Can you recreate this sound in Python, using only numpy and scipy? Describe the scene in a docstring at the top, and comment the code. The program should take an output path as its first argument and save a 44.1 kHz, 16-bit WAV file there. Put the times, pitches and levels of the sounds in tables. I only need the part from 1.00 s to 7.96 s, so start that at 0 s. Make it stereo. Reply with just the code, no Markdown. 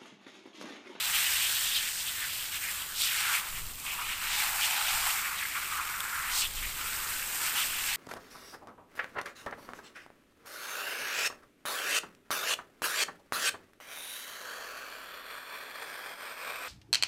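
"""A garden hose sprays a foam filter that a gloved hand turns and squeezes above gravel; close, near mono.
From the start, thousands of drops a second fizz on the foam and ring two moving resonances, the filter's
hollow and its bubbly film, while trapped air sputters out. From 1.8 s a few fat drops tick. A light breeze
rumbles at 2.5 s, the jets drum deep in the sleeve at 3.3-4.2 s, and the breeze puffs again near 5.5 s.
Toward the end the filter is wrung out and more run-off patters on the stones."""
import sys
import numpy as np
from scipy import signal
from scipy.fft import rfft, irfft, next_fast_len
from scipy.io import wavfile
from scipy.ndimage import uniform_filter1d, map_coordinates

SR = 44100
rng = np.random.default_rng(int(sys.argv[2]) if len(sys.argv) > 2 else 0)


def persist_wave(psi):
    """Save psi, clipped to +-1, as 16-bit WAV."""
    counts = np.round(np.clip(psi, -1, 1) * 32767).astype(np.int16)
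    wavfile.write(sys.argv[1], SR, np.atleast_2d(counts).T)


N = 306936


def amp(db):
    return 10 ** (np.asarray(db) / 20)


def unit(x):
    return x / np.sqrt(np.mean(x ** 2) + 1e-20)


def curves(rows):
    """One value per sample for each column after the time."""
    time_s, *columns = np.transpose(rows)
    return [np.interp(np.arange(N) / SR, time_s, column) for column in columns]


def wobble(rate_hz):
    """Smooth random curve, rate_hz knots a second."""
    knots = rng.standard_normal(int(N * rate_hz / SR) + 4)
    return map_coordinates(knots, [np.arange(N) * rate_hz / SR])


def gate(start_s, length_s, attack_s, release_s):
    """Trapezoid with its ramps centred on the two ends."""
    t = np.arange(N) / SR - start_s
    return np.clip(.5 + t / attack_s, 0, 1) * np.clip(.5 + (length_s - t) / release_s, 0, 1)


def swells(rows, attack_s, release_s):
    """Summed gain of (start [s], length [s], level [dB]) events."""
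    return sum(amp(db) * gate(start_s, length_s, attack_s, release_s) for start_s, length_s, db in rows)


def filtered(x, response):
    """x through a gain given as a function of frequency."""
    size = next_fast_len(N + SR // 2)
    return irfft(rfft(x, size) * response(np.fft.rfftfreq(size, 1 / SR)), size)[..., :N]


def coloured(x, spectrum):
    """x shaped by (frequency [Hz], gain [dB]) points; rms 1."""
    points_hz, db = np.transpose(spectrum)
    return unit(filtered(x, lambda hz: amp(np.interp(np.log(hz + 1), np.log(points_hz), db))))


def patchy(x, depth_db, hz_bins, frames):
    """Shifting folds and water sheets favour changing patches of frequency; rms 1."""
    spectra = signal.stft(x, nperseg=512)[2]
    field = rng.standard_normal(spectra.shape)
    for axis, span in enumerate([hz_bins, frames]):
        field = uniform_filter1d(field, span, axis)
    return unit(signal.istft(spectra * amp(depth_db * unit(field)), nperseg=512)[1][:N])


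def resonate(x, centre_hz, width, skirt_hz):
    """Moving resonance of constant power; width is relative, treble fades above skirt_hz."""
    hz, t, spectra = signal.stft(unit(x), SR, nperseg=512, noverlap=384)
    per_frame = lambda curve: np.interp(t, np.arange(N) / SR, np.broadcast_to(curve, N))
    ratio = (hz[:, None] + 1) / per_frame(centre_hz)
    gain = 1 / np.hypot(np.maximum(per_frame(width), .08), ratio - 1 / ratio)
    gain /= np.sqrt(1 + (0.63 / ratio) ** 13)  # a small cavity radiates little below its pitch
    gain /= np.sqrt(1 + (hz[:, None] / skirt_hz) ** 6)
    gain /= np.sqrt(np.mean(gain ** 2, axis=0))
    return signal.istft(spectra * gain, SR, nperseg=512, noverlap=384)[1][:N]


def drops(per_s, spread_db):
    """Random impacts of unequal size, each a tiny puff of noise; rms 1."""
    lands = rng.random(N) < per_s / SR
    energy = lands * amp(spread_db * np.clip(rng.standard_normal(N), -2, 2)) ** 2
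    decay = amp(-60 * np.arange(SR // 500) / SR / 0.0012)
    puffs = np.convolve(energy, decay)[:N]
    return unit(np.sqrt(puffs) * rng.standard_normal(N))


def outdoor_air():
    """Puffs of breeze over a distant rumble, almost alike in both channels."""
    # puffs (start [s], length [s], level [dB])
    gusts = [(2.52, .21, -40.5), (2.75, .85, -56.5), (3.9, 0.17, -48), (5.17, 1.11, -53),
             (5.45, 0.29, -46.5), (6.66, .3, -58)]
    # spectra (frequency [Hz], gain [dB])
    breeze_spectrum = [(10, -1.5), (25, 3.5), (45, -5), (80, -14.5), (140, -18.5), (250, -35.5), (600, -53)]
    distant_spectrum = [(15, -4), (35, 2.5), (70, 6), (150, 0.5), (230, -6), (600, -30)]
    side_spectrum = [(25, -1.5), (60, -7), (130, -11), (300, -19.5), (500, -23), (900, -55)]
    wind = amp(-62.5 + 2.2 * wobble(3.95)) + swells(gusts, attack_s=0.089, release_s=0.15)
    breeze = wind * coloured(rng.standard_normal(N), breeze_spectrum)
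    distant = amp(-59.5) * coloured(rng.standard_normal(N), distant_spectrum)
    side = amp(-73) * coloured(rng.standard_normal(N), side_spectrum)
    return breeze + distant + np.array([side, -side])


def gravel():
    """Run-off patters on the stones, more as the filter is wrung out; stray drops tick."""
    # run-off (time [s], level [dB])
    flow = [(0, -60.5), (5.3, -59.5), (5.9, -55.5), (6.6, -54), (6.96, -58.5)]
    # spectra (frequency [Hz], gain [dB])
    runoff_spectrum = [(60, -8), (160, -3.5), (260, -2), (420, -2), (600, -3), (900, -2), (2000, -19),
                       (6000, -47)]
    stone_spectrum = [(1500, -20), (4000, 3), (8000, 1), (10500, -14), (14000, 3)]
    runoff = amp(curves(flow)[0]) * coloured(drops(per_s=5000, spread_db=4.5), runoff_spectrum)
    strays = amp(-50.5) * coloured(drops(per_s=60, spread_db=1), stone_spectrum)
    return runoff + strays


def ticks():
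    """A fat drop gives a sharp crack and a very short ring."""
    # (time [s], level [dB], pitch [Hz])
    fat_drops = [(1.821, -24, 3200), (2.019, -19, 3630), (2.766, -41, 7900), (4.436, -30, 2200),
                 (5.005, -20, 3500), (5.203, -37, 1600), (6.862, -21, 2400)]
    ring_t60_s, crack_t60_s = 0.0072, 0.0056
    out, t = np.zeros(N + SR), np.arange(SR // 20) / SR
    for time_s, db, hz in fat_drops:
        ring = np.sin(2 * np.pi * hz * t) * (1 - np.exp(-2 * hz * t)) * amp(-60 * t / ring_t60_s)
        crack = 0.89 * np.gradient(rng.standard_normal(len(t))) * amp(-60 * t / crack_t60_s)
        out[round(time_s * SR):][:len(t)] += amp(db) * (ring + crack)
    return out[:N]


def spurts():
    """Trapped air leaves the foam in short bursts of bubbles of about one size."""
    # (start [s], level [dB], pitch [Hz], length [s])
    air_pockets = [(0.119, -35, 2850, .1), (0.388, -37, 2780, 0.1), (0.641, -37, 3030, 0.062),
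                   (.73, -34, 3600, 0.065), (1.052, -38.5, 3120, 0.06), (1.23, -41, 1770, 0.037),
                   (1.294, -45, 2420, 0.02), (1.529, -42, 3040, 0.064), (1.619, -38, 2110, .095),
                   (1.794, -48, 3300, 0.062), (2.285, -37, 1300, 0.075), (2.336, -34.5, 2300, .06),
                   (2.541, -42.5, 2450, 0.059), (2.846, -38.5, 2620, .09), (2.979, -41, 1220, 0.063),
                   (3.069, -40.5, 2480, 0.066), (3.293, -40, 2700, .06), (3.608, -32.5, 2920, 0.063),
                   (4.15, -38.5, 2200, .05), (4.238, -37, 2060, .04), (4.366, -40, 3350, 0.036),
                   (4.422, -33, 2050, 0.016), (4.45, -33.5, 1860, .011), (4.544, -34.5, 1380, .045),
                   (4.773, -35.5, 1330, 0.046), (5.122, -37, 1560, .055), (5.27, -39, 2330, 0.042),
                   (5.405, -34, 2950, 0.072), (5.561, -42.5, 2900, 0.047), (5.617, -38.5, 2170, .05),
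                   (6.437, -39, 1860, .05), (6.564, -35, 3000, .08), (6.73, -41, 2800, 0.047),
                   (6.868, -41, 2800, 0.071)]
    band_ratio = 1.21
    out = np.zeros(N + SR)
    for start_s, db, hz, length_s in air_pockets:
        count = round(length_s * SR)
        b, a = signal.butter(2, [hz / band_ratio, hz * band_ratio], "bandpass", fs=SR)
        burst = unit(signal.lfilter(b, a, rng.standard_normal(count)))
        out[round(start_s * SR):][:count] += amp(db) * burst * signal.windows.tukey(count)
    return out[:N]


def drum(impacts):
    """The jets drum deep inside the sleeve."""
    # (start [s], length [s], level [dB])
    plunges = [(0.0, 0.33, -54.5), (2.15, 0.35, -54), (3.3, 0.31, -46), (3.62, 0.54, -44), (6.2, 0.42, -56),
               (6.76, 0.18, -54)]
    # (frequency [Hz], gain [dB])
    sleeve_spectrum = [(450, -38), (600, -15.5), (720, -8), (830, 0), (950, -2.5), (1150, -14.5),
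                       (2000, -66)]
    gain = swells(plunges, attack_s=.08, release_s=0.044)
    return gain * coloured(impacts(big_share=0.17), sleeve_spectrum)


def hollow(impacts, gurgle, slip_db):
    """The filter's hollow rings in two modes when the jets find its mouth."""
    # excitation (time [s], level [dB])
    drive = [(0, -42.5), (.25, -39.5), (1.05, -49), (1.23, -39), (1.33, -51), (1.68, -46), (2.03, -51),
             (2.14, -40), (2.32, -34.5), (2.55, -48.5), (2.8, -51), (2.98, -42), (3.4, -40.5),
             (4.28, -38.5), (4.48, -47.5), (4.78, -38), (5.03, -38.5), (5.18, -35), (5.35, -38),
             (5.47, -50), (5.72, -51), (5.8, -41.5), (6.35, -43), (6.55, -34.5), (6.7, -42.5), (6.96, -39)]
    # deeper when hanging open, sharper when grazed (time [s], resonance [Hz], width [ratio])
    tuning = [(0, 1500, 0.58), (.45, 1810, .3), (1.3, 1830, 0.42), (1.75, 1440, 0.42), (2.15, 1520, .25),
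              (2.35, 1350, 0.3), (3.0, 1210, 0.28), (3.35, 1410, 0.53), (4.0, 1420, 0.27),
              (4.25, 1310, 0.4), (4.8, 1275, .18), (5.18, 1440, 0.4), (5.35, 1280, 0.43), (5.8, 1330, 0.28),
              (6.13, 1540, 0.39), (6.55, 1470, .55), (6.96, 1750, .55)]
    drive_db, = curves(drive)
    hz, width = curves(tuning)
    flutter = amp(0.78 * wobble(18) + 1.5 * wobble(140))  # the soft wall flaps under the jets
    hz *= np.exp(0.033 * wobble(12))  # and bends the pitch
    first = resonate(flutter * impacts(big_share=0.2), hz, width, skirt_hz=2300)
    second = resonate(gurgle * impacts(big_share=0.14), 1.58 * hz, width=.18, skirt_hz=3000)
    return amp(drive_db - .5 - 1.7 * slip_db) * (first + amp(-10) * second)


def bubbles(centre_hz, per_s, scatter, cycles, spread_db):
    """Tiny bubbles ring near centre_hz, rising a little as they surface; rms 1."""
    start = rng.integers(0, N, int(per_s * N / SR))
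    pitch, size = np.clip(rng.standard_normal((len(start), 2)), -2, 2).T[..., None]
    age = np.arange(SR // 100)
    turns = centre_hz[start, None] * np.exp(scatter * pitch) * age / SR
    life = turns / cycles
    envelope = amp(spread_db * size - 60 * life) * (1 - np.exp(-turns))
    rings = envelope * np.sin(2 * np.pi * turns * (1 + 0.1 * life))
    return unit(np.bincount((start[:, None] + age).ravel(), rings.ravel(), N)[:N])


def film(impacts, gurgle, force_db):
    """The bubbly water film on foam and glove resonates and pops."""
    # (time [s], resonance [Hz], extra level [dB], width [ratio])
    film_resonance = [(0, 3120, 0, 0.59), (.28, 2600, 1, 0.54), (.53, 3320, -0.5, 0.24),
                      (.76, 3300, 3, 0.22), (.87, 2440, -1, 0.56), (1.05, 3300, -3.5, .3),
                      (1.42, 3060, 0.5, 0.78), (1.68, 2420, -2.5, 0.7), (1.92, 3270, -3, .35),
                      (2.02, 3520, 3.5, 0.49), (2.13, 2420, 2.5, .6), (2.38, 2500, 0, 0.59),
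                      (2.7, 2730, -5, 0.38), (3.0, 2590, 3.5, 0.23), (3.35, 2580, 2.5, 0.83),
                      (3.56, 2300, -2.5, 0.4), (3.86, 2880, 2.5, 0.76), (4.15, 2300, -6, .3),
                      (4.35, 2220, 2.5, 0.31), (4.85, 2350, 1.5, 0.36), (5.15, 2420, -10, 0.28),
                      (5.42, 3130, 0.5, 1), (5.65, 2520, 0, 0.7), (6.3, 2620, -7, 0.23),
                      (6.7, 2850, -2.5, 0.28), (6.96, 2620, 1.5, 0.82)]
    hz, wet_db, width = curves(film_resonance)
    churn = patchy(gurgle * impacts(big_share=0.18), depth_db=2.24, hz_bins=3, frames=2)
    froth = resonate(churn, hz, width, skirt_hz=4950)
    pops = bubbles(hz, per_s=500, scatter=0.183, cycles=17, spread_db=0.5)
    return amp(-40.5 + 1.2 * force_db + wet_db) * (froth + 0.32 * pops)


def splash(impacts, force_db):
    """Bright splashing, hardest when the jets catch an edge of the filter or glove."""
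    # edge hits (start [s], length [s], level [dB])
    glances = [(.28, 0.73, -41.5), (.98, 0.062, -42), (1.975, 0.086, -34.5), (2.13, .1, -40),
               (3.28, 0.12, -38.5), (3.62, 0.055, -35), (3.88, 0.27, -47), (5.335, 0.097, -31),
               (6.44, 0.037, -35.5), (6.58, 0.1, -41), (6.85, 0.063, -37.5)]
    # (frequency [Hz], gain [dB])
    splash_spectrum = [(1200, -33), (3000, -8), (4300, 4), (5500, 3.5), (6600, 1), (8500, 4.5),
                       (12000, -27)]
    hardness = np.hypot(amp(-50 + 1.52 * force_db), swells(glances, attack_s=.08, release_s=0.025))
    return hardness * coloured(impacts(big_share=0.26), splash_spectrum)


def fizz(impacts, force_db):
    """Fine drops fizz on the foam."""
    # (frequency [Hz], gain [dB])
    fizz_spectrum = [(300, -32), (900, -8), (1500, -6), (2500, -5.5), (5000, -5), (6500, -5.5), (7400, 0.5),
                     (8600, 1.5), (9500, -3.5), (10600, -5.5), (12200, -1), (13600, -0.5), (14600, -2.5),
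                     (15400, -4)]
    mist = patchy(impacts(big_share=0.3), depth_db=1.0, hz_bins=10, frames=3)
    return amp(-36.5 + force_db) * coloured(mist, fizz_spectrum)


def spray():
    """The jets break into clumps of drops; harder landings raise fizz, splash and film."""
    # how hard the jets land (time [s], level [dB])
    force = [(0, -35), (.19, -30.5), (.8, -34), (.9, -36.5), (1.5, -37.5), (1.68, -36.5), (1.94, -41.5),
             (2.02, -33), (2.27, -34), (2.35, -30.5), (2.43, -39.5), (3.2, -39.5), (3.39, -33), (3.54, -35),
             (3.66, -32.5), (3.8, -35), (4.12, -32), (4.32, -38.5), (5.26, -39.5), (5.39, -32),
             (5.49, -40.5), (6.0, -36.5), (6.3, -36), (6.6, -32), (6.73, -36), (6.96, -35)]
    # the jets slip past the foam (start [s], length [s], loss [dB])
    slips = [(0.905, 0.065, 1), (1.467, 0.044, 2), (1.58, 0.024, 2.5), (2.42, 0.06, 1), (2.616, 0.23, 3.5),
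             (2.723, .05, 3.5), (3.13, 0.084, 1), (5.49, .07, 2.5), (6.5, 0.055, 2)]
    usual_db, edge_s = -37, 0.024
    slip_db = sum(db * gate(start_s, length_s, edge_s, edge_s) for start_s, length_s, db in slips)
    force_db = curves(force)[0] - usual_db - slip_db
    sway_db = .4 * wobble(12)  # hand-held nozzle
    clumps = amp(sway_db + 0.41 * wobble(45) + 0.51 * wobble(260))
    big = drops(per_s=500, spread_db=2.5)  # larger drops strike all layers at once

    def impacts(big_share):
        return clumps * (big_share * big + drops(per_s=14000, spread_db=1.5))

    hiss = fizz(impacts, force_db) + splash(impacts, force_db)
    gurgle = amp(1.4 * wobble(26) + 0.79 * wobble(55))  # bubbles gather and burst in the film
    return hiss + film(impacts, gurgle, force_db) + hollow(impacts, gurgle, slip_db) + drum(impacts)


def scene():
    return spray() + spurts() + ticks() + gravel() + outdoor_air()


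def record(dry):
    """Brick-wall low-pass."""
    return filtered(dry, lambda hz: hz < 15450)


dry = scene()
out = record(dry)
persist_wave(out)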